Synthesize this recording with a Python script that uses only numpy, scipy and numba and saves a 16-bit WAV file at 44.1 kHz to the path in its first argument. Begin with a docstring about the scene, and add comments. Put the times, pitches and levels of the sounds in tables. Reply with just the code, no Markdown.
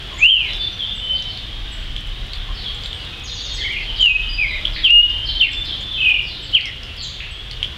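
"""Thrush after rain

A thrush in a bare tree whistles slurs, held notes and a trill, each a nearly pure tone of its syrinx,
reflected by trunks and walls. Far birds answer, heard mostly as scattered sound; small birds call thinly
and drops fall from twigs, over a low traffic rumble and the hiss of damp air.
A limiter ducks the background under the loudest notes."""
import sys
import numpy as np
from scipy import signal
from scipy.fft import rfft, irfft, next_fast_len
from scipy.io import wavfile
from scipy.ndimage import uniform_filter1d, map_coordinates
from numba import njit

SR = 44100
rng = np.random.default_rng(int(sys.argv[2]) if len(sys.argv) > 2 else 0)


def materialize(psi):
    """Save the field psi as 16-bit PCM at rate SR to the path in sys.argv[1].

    A 1-D psi becomes a single channel; in a 2-D psi each row is a channel.
    """
    bounded = np.clip(np.atleast_2d(psi).T, -1, 1)
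    quanta = np.round(bounded * 32767).astype(np.int16)
    wavfile.write(sys.argv[1], SR, quanta)


N = 342657


def amp(db):
    """Amplitude ratio: a factor of ten for every 20 dB."""
    return 10 ** (np.asarray(db) / 20)


def unit(x):
    """Normalisation to an rms of 1."""
    return x / np.sqrt(np.mean(x ** 2) + 1e-20)


def along(points, hz):
    """Interpolation of (frequency, value) points on a logarithmic frequency axis."""
    point_hz, values = np.transpose(points)
    return np.interp(np.log(hz + 1), np.log(point_hz + 1), values)


def envelope(points):
    """Linear interpolation of (time, value) points over the whole scene."""
    return np.interp(np.arange(N) / SR, *np.transpose(points))


def clock(length_s):
    """Time through a note, in seconds and as a share of its length."""
    t = np.arange(max(int(length_s * SR), 64)) / SR
    return t, t / t[-1]


def wobble(rate_hz, size):
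    """Random modulation: a smooth curve through rate_hz random values a second."""
    knots = rng.standard_normal(int(size * rate_hz / SR) + 4)
    return map_coordinates(knots, [np.arange(size) * rate_hz / SR])


def filtered(x, response):
    """Linear filtering: the spectrum is multiplied by a frequency response."""
    size = next_fast_len(N + SR // 2)
    return irfft(rfft(x, size) * response(np.fft.rfftfreq(size, 1 / SR)), size)[:N]


def coloured(x, colour):
    """Spectral shaping by (frequency_hz, gain_db) points."""
    return filtered(x, lambda hz: amp(along(colour, hz)))


def noise(colour):
    """Spectrally shaped white noise of rms 1."""
    return unit(coloured(rng.standard_normal(N), colour))


def add(track, start_s, sound):
    """Superposition: a sound sums into the track from its start time."""
    i = int(np.clip(round(start_s * SR), 0, N - 1))
    track[i:i + len(sound)] += sound[:N - i]


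def whistle(hz, gain, waver, overtone_db=-58):
    """Nearly sinusoidal oscillation, as of a syrinx; waver is the relative jitter of its frequency."""
    phase = 2 * np.pi * np.cumsum(hz * (1 + waver * wobble(299.9, len(hz)))) / SR
    edges = signal.windows.tukey(len(hz), min(1, 256 / len(hz)))
    return np.sqrt(2) * gain * edges * (np.sin(phase) + amp(overtone_db) * np.sin(2 * phase))


def glides(notes, waver, twitter=0):
    """Exponential sweeps that swell and fade; twitter adds jitter in proportion to the interval swept."""
    out = np.zeros(N)
    for start_s, length_s, first_hz, last_hz, level_db in notes:
        _, u = clock(length_s)
        pitch = first_hz * (last_hz / first_hz) ** u
        swell = np.abs(np.sin(np.pi * u)) ** .5
        jitter = waver + twitter * abs(np.log(last_hz / first_hz))
        add(out, start_s, whistle(pitch, amp(level_db) * swell, jitter))
    return out


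# Reflections from nearby trunks: delay_s, gain_db
TRUNK_REFLECTIONS = [(.009, -14), (.01725, -9), (.026, -17), (.046, -19)]

def trunk_echoes(x):
    """Interference: a few delayed copies beat against each glide."""
    out = np.zeros(N)
    for delay_s, gain_db in TRUNK_REFLECTIONS:
        add(out, delay_s, amp(gain_db) * x)
    return out


# Time to decay by 60 dB among the trees, before scaling by stretch: frequency_hz, decay_s
TREE_DECAY = [(2000, 0.44), (3500, 0.86), (8000, 0.55)]

def tree_scatter(x, stretch, build_s):
    """Reverberation: scattered sound builds up, then each frequency decays at its own rate."""
    hz, t, spectrum = signal.stft(rng.standard_normal(SR), SR, nperseg=256)
    decay_s = stretch * along(TREE_DECAY, hz)[:, None]
    shape = amp(-60 * t / decay_s) * (1 - np.exp(-t / build_s))
    tail = signal.istft(spectrum * shape, SR, nperseg=256)[1]
    return signal.fftconvolve(x, tail / np.linalg.norm(tail))[:N]


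# Course of the deep throb: time_s, level_db
THROB_LEVEL = [(0, -40.5), (.5, -32), (1.0, -41.5), (1.7, -27.5), (2.7, -32), (3.1, -39.5), (3.96, -28.5),
               (4.65, -24.5), (5.1, -27), (5.5, -32.5), (6.2, -42), (7.77, -38)]
# Spectrum of the rumble: frequency_hz, relative_density_db
RUMBLE_SPECTRUM = [(24, -35), (40, 7.5), (136, -3), (162, -26), (220, -51), (290, -57.5), (480, -120)]

def far_traffic():
    """Low-frequency noise: a throb peaking at 35 Hz swells and fades over an almost steady rumble."""
    throb = noise([(12, -25), (22, -7.5), (31, -3.5), (35, 2.5), (39, -4.5), (55, -11.5), (110, -89)])
    rumble_db = -35.5 + .25 * wobble(2.77, N)
    return amp(envelope(THROB_LEVEL)) * throb + amp(rumble_db) * noise(RUMBLE_SPECTRUM)


# Spectrum of the hiss: frequency_hz, relative_density_db
AIR_SPECTRUM = [(90, -25), (160, -3), (260, -8), (500, -11), (900, -14), (1300, -13.5), (1800, -11),
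                (2500, -9.5), (3250, 0), (4000, -12), (5000, -19.5), (6300, -28), (9000, -35), (15700, -43)]
# Course of the hiss: time_s, level_db
HISS_LEVEL = [(0, -34), (1.8, -35), (3, -35), (4.8, -34), (6, -35.5), (7.77, -37)]

def damp_air(patch_db=1.97, patchy_below_hz=2000):
    """Amplitude-modulated noise: the hiss wavers, and below the treble it swells and fades in patches."""
    level_db = envelope(HISS_LEVEL) + .72 * wobble(8.1, N)
    hz, _, spectrum = signal.stft(noise(AIR_SPECTRUM), SR, nperseg=2048)
    patches = uniform_filter1d(rng.standard_normal(spectrum.shape), size=3, axis=0)  # across frequency
    patches = unit(uniform_filter1d(patches, size=11, axis=1))  # across time
    spectrum *= amp(patch_db * patches * (hz < patchy_below_hz)[:, None])
    return amp(level_db) * signal.istft(spectrum, SR, nperseg=2048)[1][:N]


# Faint hums and pips: start_s, length_s, first_hz, last_hz, level_db
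LOW_NOTES = [(.095, 0.038, 1180, 1015, -38), (2.48, 0.024, 1000, 1240, -34.5), (4.3, 0.7, 615, 612, -48.5),
             (4.6, .3, 325, 310, -41.5), (5.15, 0.34, 289, 241, -48), (6.1, 0.024, 750, 836, -38)]

def far_hums():
    """Indirect propagation: low notes from far off arrive only as scattered sound."""
    return tree_scatter(glides(LOW_NOTES, waver=.012), stretch=.35, build_s=.004)


def chorus(count=80, centre_hz=3250):
    """Diffuse field: reverberation blurs the random glides of the farthest birds into a shimmer."""
    offset, length, height, slope, strength = rng.random((count, 5)).T
    start_s = (np.arange(count) + offset) / count * N / SR
    first_hz = centre_hz * np.exp(.27 * (height - .5))
    last_hz = first_hz * np.exp(.33 * (slope - .5))
    notes = zip(start_s, .04 + .091 * length, first_hz, last_hz, -42 + 6 * strength)
    return tree_scatter(glides(notes, waver=.015), stretch=.9, build_s=.02)


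def patter(count=54, decay_s=.035):
    """Random impacts: faint drops tick in the twigs, each an exponentially decaying noise burst."""
    out, t = np.zeros(N), np.arange(SR // 30) / SR
    for when, size in rng.random((count, 2)):
        level_db = -45 + 7 * size ** 2 - 60 * t / decay_s
        add(out, when * N / SR, amp(level_db) * rng.standard_normal(len(t)))
    return coloured(out, [(1000, -20), (4500, 2), (8000, -3), (11000, -9), (15000, -15)])


# The nearest drops, before spectral shaping: start_s, level_db, ring_hz
DROP_IMPACTS = [(0.534, -24.5, 5300), (1.224, -24.5, 5600), (1.374, -25.5, 4460), (1.73, -35, 9000),
                (1.964, -23.5, 3260), (2.334, -22, 4400), (2.748, -27.5, 7500), (2.836, -24, 4650),
                (2.859, -22.5, 3850), (2.93, -25, 3310), (5.098, -32, 4900), (5.533, -24.5, 5300),
                (5.81, -28, 7000), (6.61, -23, 4450), (6.656, -19.5, 5400), (6.833, -25, 5260),
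                (7.512, -21, 4500), (7.629, -15.5, 3170)]

def near_drops(ring_peak_s=.00048, splash_decay_s=.025):
    """Damped oscillation: each impact gives a ring of a few cycles and a splashy tick."""
    out, t = np.zeros(N), np.arange(SR // 25) / SR
    age = t / ring_peak_s
    for start_s, level_db, ring_hz in DROP_IMPACTS:
        ring = age * np.exp(1 - age) * np.sin(2 * np.pi * ring_hz * t)
        splash_gain = .45 * amp(-60 * t / splash_decay_s) * (1 - np.exp(-2 * age))
        add(out, start_s, amp(level_db) * (ring + splash_gain * rng.standard_normal(len(t))))
    out = coloured(out, [(500, -36.5), (2000, 6), (3200, 12), (5500, -2.5), (9000, -11.5), (15000, -29.5)])
    return out + trunk_echoes(out) + amp(-6) * tree_scatter(out, stretch=.28, build_s=.0014)


# Almost level peeps: start_s, pitch_hz, relative_db
SMALL_PEEPS = [(.135, 6800, -44), (0.718, 6020, -43), (0.949, 7840, -42.5), (1.715, 7840, -39.5),
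               (2.829, 7460, -44.5), (2.93, 8380, -47), (3.535, 7930, -39.5), (5.512, 7660, -41),
               (6.421, 7680, -42), (7.307, 8010, -44)]
# Louder falling calls: start_s, relative_db
SMALL_SLURS = [(0.181, -31.5), (4.002, -33.5), (7.02, -31)]

def small_birds(peep_s=.035, peep_fall=.02, slur_s=.034, top_hz=7580, bottom_hz=6190):
    """Random frequency modulation gives high contact calls a slight buzz."""
    calls = [(s, peep_s, hz, hz * (1 - peep_fall), db) for s, hz, db in SMALL_PEEPS]
    calls += [(s, slur_s, top_hz, bottom_hz, db) for s, db in SMALL_SLURS]
    voices = glides(calls, waver=.012, twitter=.14)
    return amp(-7) * (voices + tree_scatter(voices, stretch=.9, build_s=.0039))


def far_run(start_s=3.237, every_s=.097, length_s=.082, top_hz=6750, bottom_hz=3100, hold=.091):
    """Four even down-sweeps: each hangs at the top, then drops about an octave as jitter turns it raspy."""
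    out = np.zeros(N)
    _, u = clock(length_s)
    pitch = np.interp(u, [0, hold, .45, 1], [top_hz, top_hz * .98, 4800, bottom_hz])
    level_db = np.interp(u, [0, .25, .5, 1], [-31.5, -42, -31.5, -26.5])
    rasp = .075 * np.clip(4 * (u - hold), 0, 1)
    for k in range(4):
        add(out, start_s + k * every_s, whistle(pitch, amp(level_db), waver=.0023 + rasp))
    return out


# Held whistles that drift upward: start_s, length_s, pitch_hz, relative_db
DISTANT_WHISTLES = [(.47, 0.242, 3521, -28), (.81, 0.154, 3535, -27), (0.999, 0.178, 3060, -22.5),
                    (3.116, 0.039, 2540, -32), (4.287, 0.036, 4870, -24.5), (5.073, 0.32, 3110, -26),
                    (5.49, 0.2, 3540, -27.5), (5.79, .18, 3514, -27.5)]
# Down-slurs over one shared range: start_s, length_s, relative_db
DISTANT_SLURS = [(0.575, 0.12, -34.5), (1.136, .08, -34.5), (1.27, 0.11, -35.5), (2.536, .12, -32.5),
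                 (2.959, 0.13, -40), (3.79, .09, -38), (3.956, 0.04, -28.5), (4.725, .08, -28),
                 (5.252, 0.065, -24), (5.642, 0.053, -28), (6.224, .18, -34), (6.41, 0.15, -38.5),
                 (6.964, 0.099, -29)]
# Falling chips: start_s, first_hz, relative_db
DISTANT_CHIPS = [(0.469, 4110, -30), (.785, 3505, -21), (2.64, 3537, -25), (3.6, 3364, -22.5),
                 (3.719, 2920, -26.5), (3.859, 3260, -24), (4.215, 3240, -24), (4.48, 4060, -30.5),
                 (5.69, 3450, -24.5), (5.926, 3410, -23)]
# Upward squeaks: start_s, relative_db
DISTANT_SQUEAKS = [(4.76, -20), (7.202, -20.5)]
# Treble loss over distance: frequency_hz, gain_db
DISTANCE_LOSS = [(4000, 0.5), (5400, -6)]

def far_birds(direct_db=-6.5, drift=.011, chip_s=.051, chip_fall=.1245, squeak_s=.0098):
    """Attenuation with distance: far songs arrive dulled, and scattered sound outweighs direct sound."""
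    notes = [(s, length, hz * (1 - drift), hz * (1 + drift), db) for s, length, hz, db in DISTANT_WHISTLES]
    notes += [(s, length, 5205, 3220, db) for s, length, db in DISTANT_SLURS]
    notes += [(s, chip_s, hz, hz * (1 - chip_fall), db) for s, hz, db in DISTANT_CHIPS]
    notes += [(s, squeak_s, 1453, 3280, db) for s, db in DISTANT_SQUEAKS]
    songs = coloured(glides(notes, waver=.004, twitter=.11), DISTANCE_LOSS)
    run = far_run()
    scattered = tree_scatter(songs, stretch=1.05, build_s=.004)
    scattered += tree_scatter(run, stretch=.95, build_s=.001)
    return amp(direct_db) * (songs + run) + scattered


# The thrush's soft warbles: start_s, length_s, first_centre_hz, last_centre_hz, effort_db
THRUSH_WARBLES = [(3.578, .25, 1875, 2235, -15), (4.477, .12, 2276, 2140, -15)]

def warbles(rate_hz=16.3, depth_hz=160, rasp_hz=70, edge_db=5.5):
    """Frequency modulation: a raspy pitch swings about a centre that eases to its last value."""
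    for start_s, length_s, first_hz, last_hz, effort_db in THRUSH_WARBLES:
        t, u = clock(length_s)
        centre = last_hz + (first_hz - last_hz) * (1 - u) ** 2
        swing = depth_hz * np.sin(2 * np.pi * rate_hz * t) + rasp_hz * wobble(250, len(t))
        yield start_s, centre + swing, effort_db - edge_db * (2 * u - 1) ** 2


def chip(start_s=4.651, length_s=.008, first_hz=2750, last_hz=3870, effort_db=-8, edge_db=14):
    """A linear upward sweep, so brief that it is heard as one sharp chip."""
    _, u = clock(length_s)
    yield start_s, first_hz + (last_hz - first_hz) * u, effort_db - edge_db * (2 * u - 1) ** 2


def trill(start_s=5.978, length_s=.232, first_hz=2634, last_hz=2350, fade_db=1):
    """Periodic modulation: evenly spaced flicks leap above a sagging tone that swells and fades."""
    first_flick_s, every_s, flick_s, leap_hz, flick_db = .025, .046, .014, 541, -15
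    t, u = clock(length_s)
    into_flick = np.clip((t - first_flick_s) % every_s / flick_s, 0, 1)
    flick = np.abs(np.sin(np.pi * into_flick)) ** .5
    low_hz = first_hz + (last_hz - first_hz) * u
    low_db = -5.5 - 16 * np.abs(2 * u - 1)
    yield start_s, low_hz + leap_hz * flick, low_db + (flick_db - low_db) * flick - fade_db * (u - .5)


# Held whistles that follow a slur: start_s, length_s, entry_hz, held_hz, effort_db
THRUSH_HELD_NOTES = [(4.089, 0.092, 2640, 2522, -7), (4.892, .172, 2562, 2845, -3.5)]

def held_notes(settle_s=.0089, entry_db=8, end_lift=.044, end_fade_db=18.5):
    """Transient and steady state: the voice settles on one pitch, then lifts a little as it fades."""
    for start_s, length_s, entry_hz, held_hz, effort_db in THRUSH_HELD_NOTES:
        t, u = clock(length_s)
        entering, ending = np.exp(-(t / settle_s) ** 2), u ** 5.8
        pitch = held_hz * (1 + end_lift * ending) + (entry_hz - held_hz) * entering
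        yield start_s, pitch, effort_db - entry_db * entering - end_fade_db * ending


# Slurs (a bend under 1 falls steeply at first; a negative fade swells):
# start_s, rise_s, fall_s, first_hz, turn_hz, last_hz, bend, effort_db, fade_db, flutter_hz
THRUSH_SLURS = [(.177, 0.13, .205, 2033, 3225, 1877, 1.05, -5.5, 21, 36),
                (3.979, .025, 0.085, 3085, 3150, 2667, 1.15, -13.5, -6.5, 101.5),
                (4.372, .016, .072, 2635, 2530, 2063, 2, -13, -5, 29.7),
                (4.831, 0.013, .045, 3370, 3300, 2417, 1.05, -6.5, 7, 90),
                (5.392, 0.014, .095, 3650, 3374, 1758, 0.74, -9, 11.5, 188.4),
                (6.526, 0.025, 0.047, 2866, 3230, 1856, 0.84, -8.5, 8, 49.8),
                (6.625, 0.0068, 0.072, 2350, 2330, 1890, .9, -19, 1, 30)]

def slurs(steps_per_s=56, onset_db=21):
    """Glissando: each slur swells toward a turning pitch, then slides down in small fluttering steps."""
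    for row in THRUSH_SLURS:
        start_s, rise_s, fall_s, first_hz, turn_hz, last_hz, bend, effort_db, fade_db, flutter_hz = row
        t, _ = clock(rise_s + fall_s)
        approach, slide = np.clip(1 - t / rise_s, 0, 1), np.clip((t - rise_s) / fall_s, 0, 1)
        pitch = turn_hz + (first_hz - turn_hz) * approach ** 1.15 + (last_hz - turn_hz) * slide ** bend
        flutter = flutter_hz * (1 - slide) * np.sin(2 * np.pi * steps_per_s * (t - rise_s))
        attack_s = .015 + .33 * rise_s
        onset = np.clip(1 - t / attack_s, 0, 1)
        yield start_s, pitch - flutter, effort_db - onset_db * onset - fade_db * slide


# Resonance of the thrush's throat: pitch_hz, gain_db
THROAT_RESPONSE = [(1800, -16), (2100, -10.5), (2350, -7), (2550, -2), (2850, 1), (3200, 1), (3600, 0)]

def thrush(soft_below_db=-8.5):
    """Resonance: the throat favours some pitches; slides tremble, soft notes turn husky and blur."""
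    voice, soft_voice = np.zeros(N), np.zeros(N)
    for start_s, hz, effort_db in [*slurs(), *held_notes(), *warbles(), *trill(), *chip()]:
        pitch = uniform_filter1d(hz, size=160)
        level_db = effort_db + along(THROAT_RESPONSE, pitch)
        softness = np.clip((soft_below_db - level_db) / 12, 0, 1)
        sliding = np.clip(np.abs(np.gradient(pitch)) * SR / 8000, 0, 1)  # held pitches are the purest
        tremble_db = 4 * sliding * np.tanh(wobble(220, len(hz)))
        tone = whistle(pitch, amp(level_db + tremble_db), waver=.0005 + .006 * sliding + .009 * softness)
        add(voice, start_s, tone * (1 - .3 * softness))
        add(soft_voice, start_s, tone * softness)
    scattered = tree_scatter(amp(-12) * voice + amp(-11) * soft_voice, stretch=.83, build_s=.011)
    return voice + trunk_echoes(voice) + scattered


def scene():
    """Superposition of birds, drops and background at one point."""
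    birds = thrush() + far_birds() + small_birds() + chorus()
    return (birds + near_drops() + patter() + far_hums() + far_traffic() + damp_air())[None]


@njit
def limiter(x, ceiling, step, hold_samples, recovery):
    """Gain control: each peak over the ceiling steps the gain down; it waits, then creeps back."""
    out, target, gain, wait = np.empty_like(x), 1.0, 1.0, 0.0
    for i in range(len(x)):
        out[i] = x[i] * gain
        wait -= 1
        if abs(x[i] * target) > ceiling:
            target, wait = target * step, hold_samples
        elif wait < 0:
            target = min(1.0, target * recovery)
        gain += .5 * (target - gain)  # abrupt enough to click faintly
    return out


def record(dry, ceiling_db=-2.4, step_db=-2.5, hold_s=.08, release_db_per_s=62, top_hz=15780):
    """Peak and band limiting: loud notes duck the whole mix, and the highest treble is cut off."""
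    recovery = float(amp(release_db_per_s / SR))
    limited = limiter(dry[0], float(amp(ceiling_db)), float(amp(step_db)), hold_s * SR, recovery)
    return filtered(limited, lambda hz: hz < top_hz)[None]


dry = scene()
out = record(dry)
materialize(out)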